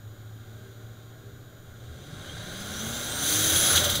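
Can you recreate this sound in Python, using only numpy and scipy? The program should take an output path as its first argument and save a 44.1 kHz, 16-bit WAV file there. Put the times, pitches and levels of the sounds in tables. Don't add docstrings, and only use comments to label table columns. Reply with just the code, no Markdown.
import sys
import numpy as np
from scipy import signal
from scipy.fft import rfft, irfft
from scipy.io import wavfile

SR = 44100
rng = np.random.default_rng(int(sys.argv[2]) if len(sys.argv) > 2 else 0)


def dump_mix(stems):
    frames = np.atleast_2d(stems).T
    limited = np.clip(frames, -1, 1)
    pcm = np.round(limited * 32767).astype(np.int16)
    wavfile.write(sys.argv[1], SR, pcm)


N = 176400
T = np.arange(N) / SR
BIN_HZ = np.maximum(np.arange(N // 2 + 1) * SR / N, 1)

# time in seconds, firing rate in Hz.
FIRING_RATE = [(0, 106.2), (.6, 111), (1.3, 115.3), (1.88, 117.1), (2.03, 128.9), (2.15, 144.5),
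               (2.3, 162.5), (2.5, 184.2), (2.75, 210.4), (3.0, 244.4), (3.2, 270), (3.35, 303.2),
               (3.55, 329.1), (3.76, 351), (4.0, 346.2)]
SPEED_JITTER, SPEED_JITTER_RATE_HZ = 0.0074, 7.2
# time in seconds, level in dB.
FIRING_NOTE_LEVEL = [(0, -47.5), (.3, -47), (.5, -43.5), (.62, -42), (.73, -52), (.85, -43.5),
                     (1.02, -50.5), (1.15, -49), (1.33, -46), (1.45, -50), (1.62, -54.5), (1.8, -48),
                     (2.0, -51.5), (2.12, -44.5), (2.24, -51), (2.37, -49.5), (2.65, -47), (2.86, -40.5),
                     (3.08, -49.5), (3.35, -40), (3.62, -43.5), (3.85, -47.5), (4.0, -53)]
# multiple of the firing rate, dB re firing note at cruise, same at full load.
ENGINE_ORDERS = [(.5, -26, -9), (.75, -14, -16), (.875, -12, -18), (1, 0, 0), (1.125, -16, -17),
                 (1.34, -26, -4), (1.62, -24, -6), (2, -18, -11)]
NOTE_FLUTTER_DB, NOTE_FLUTTER_RATE_HZ = 2, 8.1
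LOAD_FROM_S, LOAD_FULL_S = 2.15, 3.7
# multiple of the firing rate, level in dB at cruise, same at full load.
BELT_LINES = [(2.63, -70, -58), (3.49, -64.5, -53.5), (4.13, -68.5, -64), (5.61, -70.5, -50)]
BELT_FLUTTER_DB, BELT_FLUTTER_RATE_HZ = 3.5, 4.6

# frequency in Hz, level in dB per Hz.
ROAD_SPECTRUM = [(20, -72), (45, -77), (62, -61), (85, -61.5), (115, -58.5), (160, -64), (250, -72),
                 (500, -77), (1500, -110)]
CRUISE_SPECTRUM = [(25, -74), (100, -95), (200, -85), (380, -82.5), (600, -94.5), (1200, -92.5),
                   (2500, -102), (5000, -108), (10000, -118), (16000, -120)]
INTAKE_SPECTRUM = [(20, -92), (60, -83), (170, -66), (400, -68), (800, -72.5), (1300, -70), (2200, -73.5),
                   (3500, -75), (5500, -78.5), (9000, -81.5), (15000, -91)]
HISS_SPECTRUM = [(800, -82), (2000, -74), (3400, -72), (5000, -73), (6500, -66), (8300, -74), (10200, -70),
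                 (13000, -72), (15200, -71), (16000, -74)]
BLOW_OFF_SPECTRUM = [(50, -105), (400, -97), (1500, -77.5), (2500, -73.5), (3400, -66), (4500, -70),
                     (6200, -70), (8000, -72.5), (10000, -72.5), (15000, -71.5)]
# time in seconds, gain in dB.
ROAD_GAIN = [(0, -15.5), (1.5, -13.5), (1.85, -10.5), (2.3, -3.5), (2.65, -5), (2.85, -1.5), (3.1, -2.5),
             (3.35, -4.5), (3.58, 4), (3.8, -1), (4, 6.5)]
INTAKE_GAIN = [(0, -35), (.6, -27.5), (1.15, -30.5), (1.6, -31.5), (1.85, -25), (2.05, -19), (2.25, -13.5),
               (2.5, -10.5), (2.75, -7), (3.1, -5), (3.35, -3), (3.6, 0.5), (3.78, 4), (3.86, 0.5), (4, -6)]
HISS_GAIN = [(0, -69), (1.9, -58), (2.3, -34), (2.6, -19), (2.9, -11.5), (3.16, -9.5), (3.29, 2), (3.45, 3),
             (3.6, 3.5), (3.77, 1.5), (3.82, -7), (4, -18)]
AIR_BEAT_RMS = 0.08
HISS_FLICKER_DB, HISS_FLICKER_RATE_HZ = 0.65, 25
# centre in Hz, width in Hz, gain in dB.
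COLOUR_BELLS = [(591, 89, 7), (749, 79, 6.5), (940, 122, -6), (1503, 327, 8), (2650, 430, -5.5),
                (3322, 435, 6), (3500, 140, 0.5), (3860, 330, 11), (5400, 230, -13.5), (6115, 380, 9),
                (6540, 190, 5.5), (7380, 410, 3), (10030, 710, 5.5), (12200, 1450, -8), (13430, 450, 7),
                (13950, 400, -7)]
# centre in Hz, width in Hz, gain in dB.
CAB_BELLS = [(1071, 20, 5), (1414, 20, 5), (1606, 34, 4.5), (2130, 34, 5.5), (2820, 37, 9), (3169, 35, 6.5),
             (3338, 150, 3.5), (3595, 64, 9), (4040, 40, 4.5), (4400, 62, 8.5), (4500, 72, 1),
             (5340, 96, 9), (6160, 67, -1.5), (7550, 180, 2)]
# peak in seconds, pitch in Hz, level in dB.
BUMPS = [(1.479, 86.6, -55), (1.72, 85.3, -47), (1.92, 80.3, -43), (2.42, 108, -49), (2.92, 106, -44),
         (3.39, 106, -33.5), (3.55, 86, -35), (3.77, 85, -32), (3.88, 86, -35)]
BUMP_RISE_S, BUMP_FALL_S = 0.044, 0.04

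# frequency in Hz, level in dB.
WHINE_LINES = [(6858, -68.5), (13717, -68.5)]
MIC_HISS_DB_PER_HZ, CUTOFF_HZ = -109.5, 15650

# time in seconds, blade tone in Hz, level in dB before colouring.
BLADE_TONE = [(2.2, 2670, -74), (2.29, 3130, -58.5), (2.36, 3490, -65), (2.44, 4030, -65),
              (2.54, 4640, -59), (2.61, 5050, -56), (2.69, 5466, -58), (2.78, 5920, -49), (2.86, 6480, -60),
              (2.94, 7080, -49), (3.05, 7847, -57), (3.14, 8595, -40), (3.24, 9170, -41), (3.32, 9510, -37),
              (3.39, 9660, -48), (3.46, 9860, -39), (3.6, 9975, -33.5), (3.73, 10200, -31),
              (3.78, 10150, -53)]
# multiple of the blade tone (below 1: shaft orders), relative level in dB.
TURBO_PARTIALS = [(1 / 3, -13), (1 / 2, -11), (2 / 3, -11), (1, 0), (2, -11)]
WHISTLE_JITTER, WHISTLE_JITTER_RATE_HZ = 0.0022, 116
WHISTLE_FLUTTER_DB, WHISTLE_FLUTTER_RATE_HZ = 2.4, 11
WHISTLE_BEAT_RMS = 0.25

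# peak in seconds, level in dB, rise in seconds, fall in seconds.
CHUFFS = [(3.775, -22.5, 0.0077, 0.0082), (4.2, -21.5, 0.00046, 0.00086), (3.7782, -14, 0.00046, 0.001)]
CHUFF_HZ, CHUFF_WIDTH_HZ = 3355, 450
# peak in seconds, gain on the spectrum in dB, fall in seconds.
PUFFS = [(3.765, 6, 0.037), (3.805, -8, 0.023), (3.847, 1.5, 0.035), (3.904, 0, 0.039), (3.959, -1.5, .03)]
PUFF_RISE_S = 0.012
# time in seconds, pitch in Hz, level in dB.
HOOT = [(3.75, 650, -65), (3.795, 628, -33), (3.835, 590.8, -36.5), (3.87, 578.3, -30.5), (3.9, 573, -46.5),
        (4, 553, -41)]
HOOT_WIDTH_HZ = 26


def from_db(db):
    return 10 ** (np.asarray(db) / 20)


def in_time(rows):
    s, *columns = np.transpose(rows)
    return [np.interp(T, s, column) for column in columns]


def under_load(cruise_db, load_db):
    return np.interp(T, [LOAD_FROM_S, LOAD_FULL_S], [cruise_db, load_db])


def drift(rate_hz):
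    slow = irfft(rfft(rng.standard_normal(N)) / (1 + (BIN_HZ / rate_hz) ** 2), N)
    return (slow - slow.mean()) / slow.std()


def tone(hz):
    return np.sqrt(2) * np.sin(2 * np.pi * (np.cumsum(hz) / SR + rng.random()))


def narrow_noise(hz, width_hz):
    phase = 2 * np.pi * np.cumsum(hz + 0 * T) / SR
    return drift(width_hz) * np.cos(phase) + drift(width_hz) * np.sin(phase)


def white():
    return rng.standard_normal(N) * np.sqrt(SR / 2)


def burst(s, rise_s, fall_s):
    before, after = np.minimum(T - s, 0), np.maximum(T - s, 0)
    return np.exp(-(before / rise_s) ** 2 - after / fall_s)


def colour_db(hz):
    grid_hz = np.arange(0, SR / 2, 2)
    gain_db = np.zeros(len(grid_hz))
    for centre_hz, width_hz, peak_db in COLOUR_BELLS + CAB_BELLS:
        gain_db += peak_db * 0.5 ** ((2 * (grid_hz - centre_hz) / width_hz) ** 2)
    return np.interp(hz, grid_hz, gain_db)


def air(spectrum):
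    hz, db = np.transpose(spectrum)
    source_db = np.interp(np.log(BIN_HZ), np.log(hz), db)
    return irfft(rfft(white()) * from_db(source_db + colour_db(BIN_HZ)), N)


def firing_rate():
    return in_time(FIRING_RATE)[0] * (1 + SPEED_JITTER * drift(SPEED_JITTER_RATE_HZ))


def engine(firing_hz):
    note_db, = in_time(FIRING_NOTE_LEVEL)
    total = np.zeros(N)
    for multiple, cruise_db, load_db in ENGINE_ORDERS:
        flutter_db = NOTE_FLUTTER_DB * drift(NOTE_FLUTTER_RATE_HZ)
        level_db = note_db + under_load(cruise_db, load_db) + flutter_db
        total += from_db(level_db) * tone(multiple * firing_hz)
    return total


def belt(firing_hz):
    total = np.zeros(N)
    for multiple, cruise_db, load_db in BELT_LINES:
        flutter_db = BELT_FLUTTER_DB * drift(BELT_FLUTTER_RATE_HZ)
        total += from_db(under_load(cruise_db, load_db) + flutter_db) * tone(multiple * firing_hz)
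    return total


def road():
    rumble = from_db(in_time(ROAD_GAIN)[0]) * air(ROAD_SPECTRUM)
    booms = np.zeros(N)
    for s, hz, db in BUMPS:
        booms += from_db(db) * burst(s, BUMP_RISE_S, BUMP_FALL_S) * tone(np.full(N, hz))
    return rumble + booms + air(CRUISE_SPECTRUM)


def induction(firing_hz):
    motion = tone(firing_hz) + tone(firing_hz / 2) + drift(64)
    beat = 1 + AIR_BEAT_RMS * motion / np.sqrt(3)
    roar = from_db(in_time(INTAKE_GAIN)[0]) * air(INTAKE_SPECTRUM)
    hiss_db = in_time(HISS_GAIN)[0] + HISS_FLICKER_DB * drift(HISS_FLICKER_RATE_HZ)
    hiss = from_db(hiss_db) * air(HISS_SPECTRUM)
    return beat * (roar + hiss)


def electronics():
    hiss = from_db(MIC_HISS_DB_PER_HZ) * white()
    return hiss + sum(from_db(db) * tone(np.full(N, hz)) for hz, db in WHINE_LINES)


def whistle(firing_hz):
    blade_hz, blade_db = in_time(BLADE_TONE)
    spinning = (T > BLADE_TONE[0][0]) & (T < BLADE_TONE[-1][0])
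    blade_hz = blade_hz * (1 + WHISTLE_JITTER * drift(WHISTLE_JITTER_RATE_HZ))
    partials = np.zeros(N)
    for multiple, relative_db in TURBO_PARTIALS:
        hz = multiple * blade_hz
        flutter_db = WHISTLE_FLUTTER_DB * drift(WHISTLE_FLUTTER_RATE_HZ)
        partials += from_db(blade_db + relative_db + colour_db(hz) + flutter_db) * tone(hz)
    beat = 1 + WHISTLE_BEAT_RMS * (tone(firing_hz) + tone(2 * firing_hz))
    return spinning * partials * beat


def throttle_lift():
    chuff_gain = sum(from_db(db) * burst(s, rise_s, fall_s) for s, db, rise_s, fall_s in CHUFFS)
    chuff = chuff_gain * narrow_noise(CHUFF_HZ, CHUFF_WIDTH_HZ)
    puff_gain = sum(from_db(db) * burst(s, PUFF_RISE_S, fall_s) for s, db, fall_s in PUFFS)
    puffs = puff_gain * air(BLOW_OFF_SPECTRUM)
    hoot_hz, hoot_db = in_time(HOOT)
    hoot = (T > HOOT[0][0]) * from_db(hoot_db) * narrow_noise(hoot_hz, HOOT_WIDTH_HZ)
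    return chuff + puffs + hoot


def scene():
    firing_hz = firing_rate()
    running = engine(firing_hz) + belt(firing_hz) + road() + induction(firing_hz)
    turbo = whistle(firing_hz) + throttle_lift()
    return np.tile(running + turbo + electronics(), (2, 1))


def record(dry):
    lowpass = signal.ellip(12, 0.1, 90, CUTOFF_HZ, fs=SR, output="sos")
    return signal.sosfilt(lowpass, dry)


dry = scene()
out = record(dry)
dump_mix(out)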